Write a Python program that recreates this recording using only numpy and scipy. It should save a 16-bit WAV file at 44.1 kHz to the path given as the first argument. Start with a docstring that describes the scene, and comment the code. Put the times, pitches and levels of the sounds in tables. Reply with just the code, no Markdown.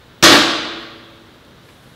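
"""A workshop hall, with one very loud bang: perhaps a tyre bead snapping onto its steel rim with a burst of air.
The pressure front arrives as a crack that overloads the microphone. The burst excites the hall, which
reverberates for a second, and the struck metal rings in its normal modes. Quiet room noise lies
underneath; later come a faint frictional rustle of clothing and two small handling ticks."""
import sys
import numpy as np
from scipy import signal
from scipy.fft import rfft, irfft, next_fast_len
from scipy.io import wavfile
from scipy.ndimage import map_coordinates

SR = 44100
rng = np.random.default_rng(int(sys.argv[2]) if len(sys.argv) > 2 else 0)


def persist_wave(psi):
    """Save psi, clipped to +-1, as 16-bit WAV."""
    counts = np.round(np.clip(psi, -1, 1) * 32767).astype(np.int16)
    wavfile.write(sys.argv[1], SR, np.atleast_2d(counts).T)


N = 85995
BANG_S, HOLD_S = 0.2262, 0.1  # onset of the burst; how long it drives the hall and the rim


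def amp(db):
    """Amplitude ratio of a level in decibels."""
    return 10 ** (np.asarray(db) / 20)


def unit(x):
    """Normalisation to rms 1."""
    return x / np.sqrt(np.mean(x ** 2) + 1e-20)


def along(points, hz):
    """Interpolation of (frequency, value) points on a logarithmic frequency axis."""
    freqs, values = np.transpose(points)
    return np.interp(np.log(hz + 1), np.log(freqs + 1), values)


def since(onset):
    """Seconds elapsed since the onset, zero before it."""
    return np.maximum(np.arange(N) / SR - onset, 0)


def wobble(rate):
    """Smooth random modulation: a spline through rate knots a second."""
    knots = rng.standard_normal(int(N * rate / SR) + 4)
    return map_coordinates(knots, [np.arange(N) * rate / SR])


def filtered(x, response):
    """Linear filtering: the spectrum of x times a frequency response."""
    size = next_fast_len(N + 8192)
    return irfft(rfft(x, size) * response(np.fft.rfftfreq(size, 1 / SR)), size)[..., :N]


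def noise(spectrum):
    """Gaussian noise shaped to a spectrum, at rms 1."""
    return unit(filtered(rng.standard_normal(N), lambda hz: amp(along(spectrum, hz))))


def fade(t, t60):
    """Exponential decay, 60 dB in t60 seconds."""
    return np.exp(-np.log(1000) * t / t60)


# Background spectrum of the room (frequency [Hz], relative spectral level [dB])
ROOM_SPECTRUM = [(25, -19), (55, -4), (90, -5), (120, -1), (170, -5), (250, -6), (420, -9), (560, -10),
                 (720, -15), (1500, -14), (2450, -21), (3800, -17), (4900, -26.5), (8000, -35.5),
                 (15400, -38)]


def room_noise(level_db=-45.5):
    """Stationary broadband noise, strongest in the bass, sets the noise floor."""
    return amp(level_db) * noise(ROOM_SPECTRUM)


# Spectrum of the pressure front (frequency [Hz], relative spectral level [dB])
CRACK_SPECTRUM = [(30, -7), (100, -5), (200, 4.5), (320, 3), (600, -12), (2000, -16.5), (6000, -6.5),
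                  (9000, -20.5), (15000, -29)]


def crack(level_db=-10.5, t60_s=0.19):
    """Direct sound: the pressure front is a broadband transient with an abrupt onset."""
    t = since(BANG_S)
    return amp(level_db) * (t > 0) * fade(t, t60_s) * noise(CRACK_SPECTRUM)


def dense_rim_resonances(x, depth_db=2.5, spacing_hz=16):
    """Modal overlap: the rim's dense modes give the echo a fine metallic colouring of peaks and dips."""
    knots = rng.standard_normal(8192)
    return unit(filtered(x, lambda hz: amp(depth_db * map_coordinates(knots, [hz / spacing_hz], mode="wrap"))))


# Spectrum of the air burst in the hall (frequency [Hz], relative spectral level [dB])
BURST_SPECTRUM = [(25, -22.5), (55, -18.5), (85, -13), (120, -7.5), (200, -4), (260, -6), (310, 3),
                  (400, -7), (620, -5), (800, -7), (1200, -2), (1700, -4.5), (2500, -6.5), (3600, -2),
                  (4500, -4), (6400, -13.3), (8200, -20.5), (12000, -26.5), (15500, -38)]
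# Reverberation time of the hall (frequency [Hz], T60 [s])
HALL_T60 = [(50, 1.7), (150, 0.56), (330, 1.4), (600, 1.26), (1000, 1.346), (2000, 1.225), (3600, 1.28),
            (5500, 0.87), (8000, 0.73), (12000, 0.47)]


def reverberation(level_db=-3, fast_db=-8, fast_t60_s=0.54, wall_delay_s=0.011, build_s=0.0068):
    """Double-slope decay: the burst fills the hall, then dies away in a slow and a fast part."""
    t, release_s = since(BANG_S), BANG_S + HOLD_S
    slow, fast = dense_rim_resonances(np.array([noise(BURST_SPECTRUM), noise(BURST_SPECTRUM)]))
    hz, frame_s, bands = signal.stft(slow, SR, nperseg=512)
    band_decay = fade(np.maximum(frame_s - release_s, 0), along(HALL_T60, hz)[:, None])
    slow = signal.istft(bands * band_decay, SR, nperseg=512)[1][:N]
    fast = amp(fast_db) * fast * fade(since(release_s), fast_t60_s)
    build_db = -7.5 * fade(since(BANG_S + wall_delay_s), build_s)  # weaker until the first reflections
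    sag_db = -6 * np.minimum(t / HOLD_S, 1)  # the burst weakens as it feeds the hall
    return (t > 0) * amp(level_db + build_db + sag_db) * (slow + fast)


# Normal modes of the steel rim (frequency [Hz], relative level [dB], T60 [s])
RIM_MODES = [(238.5, -34, 2.8), (285, -16, .65), (306, -20, 1.05), (329, -18, .6), (333.5, -20, 1.8),
             (445, -37, 2.6), (507, -23, .7), (567, -32, 2.2), (607, -19, .6), (1120, -32, 1.5),
             (1133, -20, .65), (1316, -22, .7), (1518, -25, .85), (1640, -21, .7), (1748, -20, .6),
             (2281, -21, .7), (3000, -21.5, .85), (3051, -20, .85), (3312, -23, .85), (3684, -24, 1.0),
             (3770, -23, .85)]


def rim_ring(level_db=-1, rise_s=0.0046, wander_rad=0.2):
    """Damped modal vibration: sustained during the burst, then decaying freely, unsteady in phase."""
    attack = 1 - np.exp(-since(BANG_S) / rise_s)
    t, free_time = since(BANG_S), since(BANG_S + HOLD_S)
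    modes = np.zeros(N)
    for hz, db, t60 in RIM_MODES:
        phase = 2 * np.pi * (hz * t + rng.random()) + wander_rad * wobble(20)
        modes += amp(db) * fade(free_time, t60) * np.sin(phase)
    return amp(level_db) * attack * modes


# Strong returns of the burst (time [s], level [dB], T60 [s], upper band edge [Hz])
REFLECTIONS = [(0.2361, -1.5, 0.088, 6800), (.318, -8, 0.33, 4280), (0.34, -11.5, 0.26, 1966)]


def reflections(rise_s=0.0015):
    """Early reflections: each arrives as a fresh surge of the roar, duller than the last."""
    out = np.zeros(N)
    for onset, db, t60, edge in REFLECTIONS:
        t = since(onset)
        spectrum = [(60, -20), (300, 0), (edge, -2), (edge * 1.4, -18), (edge * 3, -30)]
        out += amp(db) * (1 - np.exp(-t / rise_s)) * fade(t, t60) * noise(spectrum)
    return out


# Movements of clothing (time [s], duration [s], level [dB])
CLOTH_MOVES = [(0.75, 0.12, -62), (1.6, .16, -62), (1.63, .45, -59.5)]
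# Spectrum of rubbing cloth (frequency [Hz], relative spectral level [dB])
CLOTH_SPECTRUM = [(300, -14), (1200, -1), (3000, -8), (7000, -9.5), (12000, -7), (15500, -24)]


def cloth_rustle(flutter_db=0.8):
    """Friction noise: cloth rubs in soft, slightly uneven half-sine swells."""
    swell = sum(amp(db) * np.sin(np.pi * np.minimum(since(onset) / duration, 1))
                for onset, duration, db in CLOTH_MOVES)
    return swell * amp(flutter_db * wobble(60)) * noise(CLOTH_SPECTRUM)


# Small handling contacts (time [s], level [dB], spectral peak [Hz], T60 [s])
HANDLING_TICKS = [(1.449, -58, 9000, 0.045), (1.688, -44.5, 2400, .11)]


def handling_ticks():
    """Impulsive excitation: each light contact gives a quickly damped band of noise."""
    out = np.zeros(N)
    for onset, db, hz, t60 in HANDLING_TICKS:
        t = since(onset)
        spectrum = [(hz / 10, -10), (hz, 0), (hz * 2, -12), (hz * 4, -28)]
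        out += amp(db) * (t > 0) * fade(t, t60) * noise(spectrum)
    return out


def scene():
    """Superposition: the bang and the quiet sounds of the workshop add in one channel."""
    bang = crack() + reverberation() + reflections() + rim_ring()
    return (bang + cloth_rustle() + handling_ticks() + room_noise())[None]


def record(dry):
    """Saturation and band limiting: the microphone clips on the bang, and the top treble is cut."""
    ceiling, hardness, cutoff_hz = 0.98, 15, 15700
    clipped = dry / (1 + np.abs(dry / ceiling) ** hardness) ** (1 / hardness)
    return filtered(clipped, lambda hz: hz < cutoff_hz)


dry = scene()
out = record(dry)
persist_wave(out)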